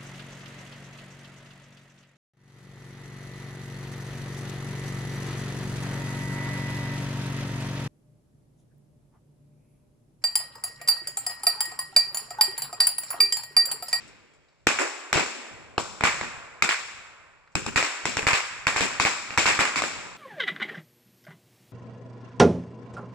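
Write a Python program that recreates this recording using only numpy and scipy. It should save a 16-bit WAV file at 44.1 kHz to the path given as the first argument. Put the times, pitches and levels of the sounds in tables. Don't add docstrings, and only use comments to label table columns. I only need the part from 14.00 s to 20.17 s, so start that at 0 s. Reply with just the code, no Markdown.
import sys
import numpy as np
from scipy import signal
from scipy.fft import rfft, irfft, next_fast_len
from scipy.io import wavfile
from scipy.ndimage import uniform_filter1d, minimum_filter1d

SR = 44100
rng = np.random.default_rng(int(sys.argv[2]) if len(sys.argv) > 2 else 0)


def digitize_waveform(pressure):
    field = np.atleast_2d(pressure).T
    bounded = np.clip(field, -1, 1)
    quanta = np.round(bounded * 32767).astype(np.int16)
    wavfile.write(sys.argv[1], SR, quanta)


def boost(x):
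    u = np.asarray(x, float) / 20
    return 10 ** u


N = 272097
STEP, SIZE = 16, next_fast_len(N)
SLAP_S = 0.0182


def at_hz(points, hz):
    points = np.array(points)
    return np.interp(np.log(hz + 1), np.log(points[:, 0]), points[:, 1])


def full_rate(steps):
    return np.interp(np.arange(N) / STEP, np.arange(len(steps)), steps)


def drift(rate_hz):
    r = np.exp(-2 * np.pi * rate_hz * STEP / SR)
    slow = signal.lfilter([1], [1, -2 * r, r * r], rng.standard_normal(N // STEP + 502))[500:]
    return slow / slow.std()


def dying(power, t60_s, rise_s):
    fall = boost(-120 * STEP / (t60_s * SR))
    rise = np.exp(-STEP / (rise_s * SR))
    tail = signal.lfilter([1], [1, -fall], power)
    return signal.lfilter([1 - rise], [1, -rise], tail)


# (frequency [Hz], correlation [-1..1])
LIKENESS = [(60, 0.62), (140, 0.86), (330, .88), (800, 0.94), (1400, 0.78), (2300, 0.27), (3500, 0.36),
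            (7000, 0.053), (15000, 0.13)]
# (frequency [Hz], phase [rad])
LEFT_LEAD = [(0, -2), (1900, 0.03), (2350, -0.94), (3500, 5), (10000, 15), (22050, 30)]


def stereo_noise():
    mid, side = rfft(rng.standard_normal((2, SIZE)), axis=1)
    hz = np.arange(len(mid)) * SR / SIZE
    alike = np.clip(at_hz(LIKENESS, hz), -1, 1)
    common, apart = np.sqrt(1 + alike) * mid, np.sqrt(1 - alike) * side
    left, right = (common + apart) / np.sqrt(2), (common - apart) / np.sqrt(2)
    lead_rad = np.interp(hz, *np.transpose(LEFT_LEAD))
    return hz, np.array([left, right * np.exp(-1j * lead_rad)])


# (time [s], crack peak [dB], scatter [dB], roll above usual [dB], thump [dB])
ON_STRING = [
    (3.758, -9, -9.5, 4.5, -29),
    (4.266, -7.5, -8, 1, -28),
    (4.667, -6, -14.5, 5, -31.5),
    (5.049, -11.5, -12.5, -0.5, -34.5),
    (5.304, -28.5, -29.5, 1, -50),
    (5.651, -18, -40, 2, -63),
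    (5.674, -23, -46, 2, -47),
]
STRING_TIP = [
    (2.035, -7.5, -8, 1, -26.5),
    (4.729, -39, -31, 0, -59),
    (4.76, -15, -15.5, 9, -41),
    (5.455, -14, -8.5, 2.5, -40),
    (5.589, -11.5, -9.5, 2.5, -32),
    (5.836, -18, -34, 6, -49),
]
STRING_TOP = [
    (2.689, -13, -16, 1, -52),
    (4.33, -15.5, -16.5, 1.5, -30),
]
FAR_SIDE = [
    (2.007, -19, -21.5, -11, -46.5),
    (2.21, -20.5, -24, 4.5, -43.5),
]
BY_POLE = [
    (0.786, -16.5, -16.5, 2.5, -49),
    (4.227, -26.5, -32.5, 4, -42),
]
THROWN = [
    (0.668, 2.5, -8, 1.5, -27),
    (3.825, -13, -17, -14, -47),
    (5.374, -5, -10, 7.5, -30),
    (5.38, -7, -21, 5, -30.5),
]
THROWN_LOW = [
    (1.127, -5, -11.5, 4.5, -35),
    (4.053, -12, -19.5, 9, -36.5),
    (4.168, -10.5, -18, -5, -34),
    (4.806, -12, -14, 0, -36),
    (5.819, -12, -19.5, 7.5, -46.5),
]
THROWN_HIGH = [
    (2.621, -4.5, -12.5, -2, -33),
    (4.997, -7, -12, 5.5, -32.5),
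    (5.757, -15, -16, 1, -58),
]
IN_LITTER = [
    (1.156, -12.5, -11.5, -11, -27),
    (1.174, -9, -16.5, 0, -36),
]
BEHIND_STUMP = [
    (1.778, -8, -16.5, 7.2, -33),
]
NEAR_GROUND = [
    (3.552, -10.5, -23.5, 6, -29.5),
    (3.662, -20.5, -26.5, -1, -37),
]
# (bangs, ground echo delay [ms] and strength [0-1], blast pulse length [ms] and edge [dB],
# echo dullness [dB/octave] and bass [dB])
SPOTS = [(ON_STRING, dict(echo_ms=0.078, echo=0.38, pulse_ms=0.36, edge_db=12, dull_db=1, bass_db=-9)),
         (STRING_TIP, dict(echo_ms=0.093, echo=0.52, pulse_ms=0.47, edge_db=11, dull_db=1.15, bass_db=-9)),
         (STRING_TOP, dict(echo_ms=0.056, echo=0.98, pulse_ms=0.37, edge_db=13, dull_db=-0.65, bass_db=-6)),
         (FAR_SIDE, dict(echo_ms=0.081, echo=0.33, pulse_ms=.5, edge_db=6.5, dull_db=4, bass_db=-8)),
         (BY_POLE, dict(echo_ms=0.12, echo=.9, pulse_ms=0.3, edge_db=5, dull_db=0.1, bass_db=4.5)),
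         (THROWN, dict(echo_ms=0.31, echo=0.22, pulse_ms=0.444, edge_db=10.5, dull_db=1.25, bass_db=-7)),
         (THROWN_LOW, dict(echo_ms=0.32, echo=0.18, pulse_ms=.46, edge_db=14, dull_db=0.66, bass_db=2.5)),
         (THROWN_HIGH, dict(echo_ms=0.857, echo=0.41, pulse_ms=.4, edge_db=9, dull_db=0.5, bass_db=-2)),
         (IN_LITTER, dict(echo_ms=.41, echo=0.036, pulse_ms=.98, edge_db=-3, dull_db=2.5, bass_db=-2)),
         (BEHIND_STUMP, dict(echo_ms=0.26, echo=0.41, pulse_ms=.7, edge_db=-6, dull_db=-0.84, bass_db=-0.5)),
         (NEAR_GROUND, dict(echo_ms=0.74, echo=0.49, pulse_ms=.73, edge_db=18, dull_db=-.4, bass_db=13.5))]
SLAP_BELOW_DB, SLAP_PER_CRACK = 4, 0.82


def bangs():
    rows = sorted((row + tuple(spot.values()) for table, spot in SPOTS for row in table))
    names = ["s", "crack_db", "scatter_db", "far_db", "thump_db", *SPOTS[0][1]]
    b = dict(zip(names, np.transpose(rows)))
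    b["slap_db"] = SLAP_BELOW_DB + SLAP_PER_CRACK * (b["crack_db"] - b["scatter_db"])
    return b


# (time [s], level [dB])
GUSTS = [
    (0.0, -49),
    (1.15, -50),
    (1.55, -71),
    (2.52, -55),
    (3.1, -62),
    (3.69, -46),
    (4.18, -38),
    (5.45, -48),
    (5.901, -44),
]
GUST_RISE_S, GUST_T60_S = 0.03, 0.8
AIR_DB, STIR_DB, STIR_RISE_S, STIR_T60_S = -62, -16.5, 0.03, 3.3


def rumble():
    hz, noise = stereo_noise()
    lowpass = 1 / np.sqrt(1 + (hz / 150) ** 10)
    highpass = 1 / np.sqrt(1 + (22 / (hz + 1)) ** 4)
    low = irfft(noise * lowpass * highpass, SIZE)[:, :N]
    b = bangs()
    stir, gust = np.zeros((2, N // STEP + 2))
    gust_s, gust_db = np.transpose(GUSTS)
    gust[np.round(np.abs(gust_s) * SR / STEP).astype(int)] = boost(2 * gust_db)
    stir[np.round(b["s"] * SR / STEP).astype(int)] = boost(2 * (b["thump_db"] + STIR_DB))
    power = boost(2 * AIR_DB) + dying(stir, STIR_T60_S, STIR_RISE_S) + dying(gust, GUST_T60_S, GUST_RISE_S)
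    return low / low.std() * full_rate(np.sqrt(power) * boost(2.0 * drift(13)))


# (time [s], length [s], level [dB], pitch [Hz])
CHIRPS = [
    (.25, .03, -72, 3290),
    (.305, .04, -64, 3300),
    (.395, .06, -67, 3260),
    (.485, 0.032, -68, 4520),
]
CHIRP_ATTACK_S, CHIRP_RELEASE_S = 0.01, 0.03


def cricket():
    t, out = np.arange(N) / SR, np.zeros(N)
    waver_rad = 2 * np.pi * np.cumsum(6 * full_rate(drift(40))) / SR
    for s, length_s, db, hz in CHIRPS:
        attack = np.clip((t - s) / CHIRP_ATTACK_S, 0, 1)
        release = np.exp(-np.maximum(t - s - length_s, 0) / CHIRP_RELEASE_S)
        out += boost(db) * attack * release * np.sin(2 * np.pi * hz * t + waver_rad)
    return out


# (time [s], peak [dB], pitch [Hz])
SCRAPS = [
    (0.076, -36.5, 7600),
    (.335, -47, 7500),
    (0.486, -51, 3600),
    (3.4748, -36.5, 1290),
    (3.495, -58, 1500),
    (3.52, -51, 6000),
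]


def scraps():
    out, t = np.zeros(N), np.arange(SR // 20) / SR
    hisses = rng.standard_normal((len(SCRAPS), len(t)))
    for (s, peak_db, hz), hiss in zip(SCRAPS, hisses):
        tick = signal.lfilter(*signal.butter(1, [hz * 0.93, hz * 1.4], "band", fs=SR), hiss)
        out[round(s * SR):][:len(t)] += boost(peak_db + 4.5) * tick * np.exp(-t / (0.0054 * hz / 1500))
    return out


# (frequency [Hz], scatter t60 [s], roll t60 [s], roll below scatter [dB])
DECAY = [(120, 0.055, 1.17, 13), (256, 0.14, 1.77, 22.5), (578, 0.34, 2.96, 21), (1180, 0.41, 2.02, 15),
         (2440, 0.23, 1.376, 15.5), (4800, 0.078, 0.99, 12.5), (8000, 0.31, 1.03, 7.5),
         (13500, 0.24, 1.2, 19.5)]
BANDS_HZ = [110, 200, 300, 420, 560, 720, 900, 1130, 1400, 1700, 2050, 2450, 2900, 3600, 4800, 7000, 10000,
            14000]
SWELL_S = 0.005
EARLIER_ROLL_DB, EARLIER_DULL_DB_PER_OCT, NIGHT_DB = -47.5, 1, -59
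STUMP_EDGE_HZ, STUMP_SHADE_DB = 1500, -9


def echoes():
    b = bangs()
    at = np.round(b["s"] * SR / STEP).astype(int) + 12
    at_slap = at + round((SLAP_S - 0.006) * SR / STEP)
    at_stump = at[np.isin(b["s"], np.transpose(BEHIND_STUMP)[0])]
    hz, noise = stereo_noise()
    noise = noise / np.sqrt(1 + (60 / (hz + 1)) ** 4)
    lumps, out = drift(130), 0
    for k, centre_hz in enumerate(BANDS_HZ):
        scatter_t60_s, roll_t60_s, roll_db = [at_hz(np.array(DECAY)[:, [0, c]], centre_hz) for c in (1, 2, 3)]
        share = at_hz(list(zip(BANDS_HZ, np.arange(len(BANDS_HZ)) == k)), hz)
        band = irfft(noise * share, SIZE)[:, :N]
        octaves = np.log2(centre_hz / 1500)

        echo = np.clip(b["echo"], 0, 1) / (1 + (centre_hz / 4500) ** 4)
        comb = 1 + echo ** 2 + 2 * echo * np.cos(2 * np.pi * centre_hz * b["echo_ms"] / 1000)
        bass_db = b["bass_db"] / (1 + (centre_hz / 600) ** 4)
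        hits, late = np.zeros((2, N // STEP + 2))
        hits[at] = comb * boost(2 * (b["scatter_db"] + 6.0 - b["dull_db"] * octaves + bass_db))
        hits[at_stump] *= boost(2 * STUMP_SHADE_DB * (centre_hz > STUMP_EDGE_HZ))
        if k == 0:
            hits[at] = boost(2 * (b["thump_db"] + 22.0))
        late[at_slap] = hits[at] * boost(2 * (-1.0 - b["slap_db"]))
        near = dying(hits, scatter_t60_s, SWELL_S) + dying(late, 0.3, 0.0038)
        near = near * boost(2 * (2.0 * lumps + 1.1 * drift(68)))

        hits[at] *= boost(2 * b["far_db"])
        hits[0] = boost(2 * (EARLIER_ROLL_DB + 12.5 + roll_db - EARLIER_DULL_DB_PER_OCT * octaves))
        far = dying(hits, roll_t60_s, 0.0022) * boost(-2 * roll_db) + boost(2 * NIGHT_DB)
        out = out + band * full_rate(np.sqrt(near + far * boost(2 * 0.29 * drift(21))))
    return out


CRACK_S, CRACK_TOP_HZ = 0.0026, 8970


def crack(peak_db, length_ms, edge_db, draw):
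    length = max(length_ms * SR / 1000, 3)
    pulse = 1 - 2.3 * np.arange(round(length)) / length
    pulse[:2] += boost(edge_db) * np.array([1, -1])
    train = np.zeros((2, round(CRACK_S * SR) + 24))
    train[:, 4] = 1.4
    for lag, size, skew in draw:
        i = 12 + int(lag * CRACK_S * SR)
        strength = np.sign(size - 0.5) * (0.3 + abs(size - 0.5)) * (1 - 0.46 * lag)
        train[0, i] += strength
        train[1, i + int(9 * skew)] += strength
    level = boost(peak_db) / np.sqrt(length * np.sum(train ** 2) / 60)
    return level * signal.fftconvolve(train, pulse[None])


def cracks():
    out, push = np.zeros((2, N + SR)), np.zeros((2, N + SR))
    t = np.arange(-400, 1600) / SR
    b = bangs()
    draws = rng.random((len(b["s"]), 2, 12, 3))
    names = ("s", "crack_db", "slap_db", "thump_db", "echo_ms", "echo", "pulse_ms", "edge_db")
    columns = [b[name] for name in names]
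    for s, peak_db, slap_db, thump_db, echo_ms, ground, ms, edge_db, draw in zip(*columns, draws):
        direct = crack(peak_db + 15.0, ms, edge_db, draw[0])
        slap = crack(peak_db + 10.5 - slap_db, 1.32 * ms, edge_db - 11.0, draw[1])
        for wave, start_s in ((direct, s), (slap, s + SLAP_S)):
            i = round(start_s * SR) + 72
            j = i + round(echo_ms * SR / 1000)
            out[:, i:i + wave.shape[1]] += wave
            out[:, j:j + wave.shape[1]] += np.clip(ground, 0, 1) * wave
        phase_rad = 2 * np.pi * (85 * t + draw[0, 0, 0] + 0.36 * draw[0, :2, 1:2])
        swell = np.exp(-((t - 0.004) / 0.0028) ** 2)
        push[:, round(s * SR) - 400:][:, :len(t)] += boost(thump_db + 19.0) * np.sin(phase_rad) * swell
    band = signal.butter(2, [260, CRACK_TOP_HZ], "band", fs=SR, output="sos")
    return (signal.sosfilt(band, out) + push)[:, :N]


def scene():
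    return cracks() + echoes() + rumble() + scraps() + cricket()


def port(x, points):
    cepstrum = irfft(np.log(boost(at_hz(points, np.arange(2049) * SR / 4096))))
    cepstrum[1:2048] *= 2
    cepstrum[2049:] = 0
    return signal.fftconvolve(x, irfft(np.exp(rfft(cepstrum))))[:N]


# (start [s], end [s], edge [Hz], depth [dB])
WIND_FILTER = [(0.689, 0.806, 190, 8), (0.785, 1.113, 264, 25), (1.167, 1.29, 227, 5),
               (1.283, 1.514, 210, 19), (2.41, 2.61, 258, 3), (2.67, 2.898, 313, 7.5),
               (3.836, 4.038, 244, 24), (4.34, 4.51, 340, 11), (2.7, 2.787, 750, 5),
               (4.452, 4.665, 810, 3.5), (4.037, 4.16, 60, 11), (5.083, 5.288, 233, 6),
               (5.622, 5.74, 200, 9)]


def wind_filter(x):
    x = x.copy()
    for start_s, end_s, edge_hz, depth_db in WIND_FILTER:
        a, b = round((start_s - 0.1) * SR), round((end_s + 0.1) * SR)
        t = np.arange(a, b) / SR
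        bass = signal.sosfiltfilt(signal.butter(8, edge_hz, fs=SR, output="sos"), x[:, a:b])
        closed = np.clip(np.minimum(t - start_s, end_s - t) / 0.0055, 0, 1)
        x[:, a:b] -= bass * (1 - boost(-abs(depth_db))) * closed
    return x


LIMIT_DB, RECOVER_DB_PER_S, SQUEEZE, AHEAD_S = -12.5, 608, 0.33, 0.008


def limiter(x):
    over_db = np.maximum(20 * np.log10(np.abs(x).max(axis=0) + 1e-9) - LIMIT_DB, 0)
    ramp_db, ahead = RECOVER_DB_PER_S * np.arange(N) / SR, round(AHEAD_S * SR)
    held_db = np.maximum.accumulate(over_db + ramp_db) - ramp_db
    early_db = -minimum_filter1d(-held_db, ahead, origin=-(ahead // 2))
    return x * boost(-np.clip(SQUEEZE, 0, 0.9) * uniform_filter1d(early_db, round(0.002 * SR)))


STARVED_HZ, KEPT_SHARE, ATTACK_JUMP_DB, QUIET_DB = 9700, 0.55, 12, -50


def starved_treble(x):
    hz, _, z = signal.stft(x, SR, nperseg=1024)
    strips = rng.random((len(hz) // 3 + 1, z.shape[2] // 2 + 1)) < KEPT_SHARE
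    kept = np.kron(strips, np.ones((3, 2)))[:len(hz), :z.shape[2]] / np.sqrt(KEPT_SHARE)
    level = np.sqrt(np.sum(np.abs(z[:, hz > STARVED_HZ]) ** 2, axis=(0, 1)))
    jump = level > boost(ATTACK_JUMP_DB) * np.roll(level, 1)
    quiet = level < boost(QUIET_DB) * level.max()
    spared = (hz[:, None] < STARVED_HZ) | quiet | jump | np.roll(jump, 1)
    return signal.istft(z * np.where(spared, 1, kept), SR, nperseg=1024)[1][:, :N]


def top_cut(x):
    return signal.sosfilt(signal.butter(12, 16510, fs=SR, output="sos"), x)


# (frequency [Hz], gain [dB])
LEFT_PORT = [(40, -9), (330, -4), (700, -9.5), (1150, -8), (2050, -8), (2450, 0.5), (3100, -7), (5600, -7),
             (6250, -13.5), (7500, -4), (8300, -16), (9800, -30), (15500, -37), (20000, -91)]
RIGHT_PORT = [(40, -10.5), (150, -5.5), (330, -4.5), (700, -10), (1250, -7.5), (2300, 0), (2700, -5),
              (3300, -13), (4200, -13), (5200, -8.5), (6500, -24.5), (9000, -34.5), (12000, -55),
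              (15300, -47)]
OVERLOAD, TOP_HZ = 0.76, 15200


def record(dry):
    x = np.array([port(dry[0], LEFT_PORT), port(dry[1], RIGHT_PORT)])
    x = wind_filter(OVERLOAD * np.tanh(x / OVERLOAD))
    x = limiter(x)
    x = signal.sosfilt(signal.ellip(8, 1, 28, TOP_HZ, fs=SR, output="sos"), x)
    mix = starved_treble(x)
    return top_cut(mix)


dry = scene()
out = record(dry)
digitize_waveform(out)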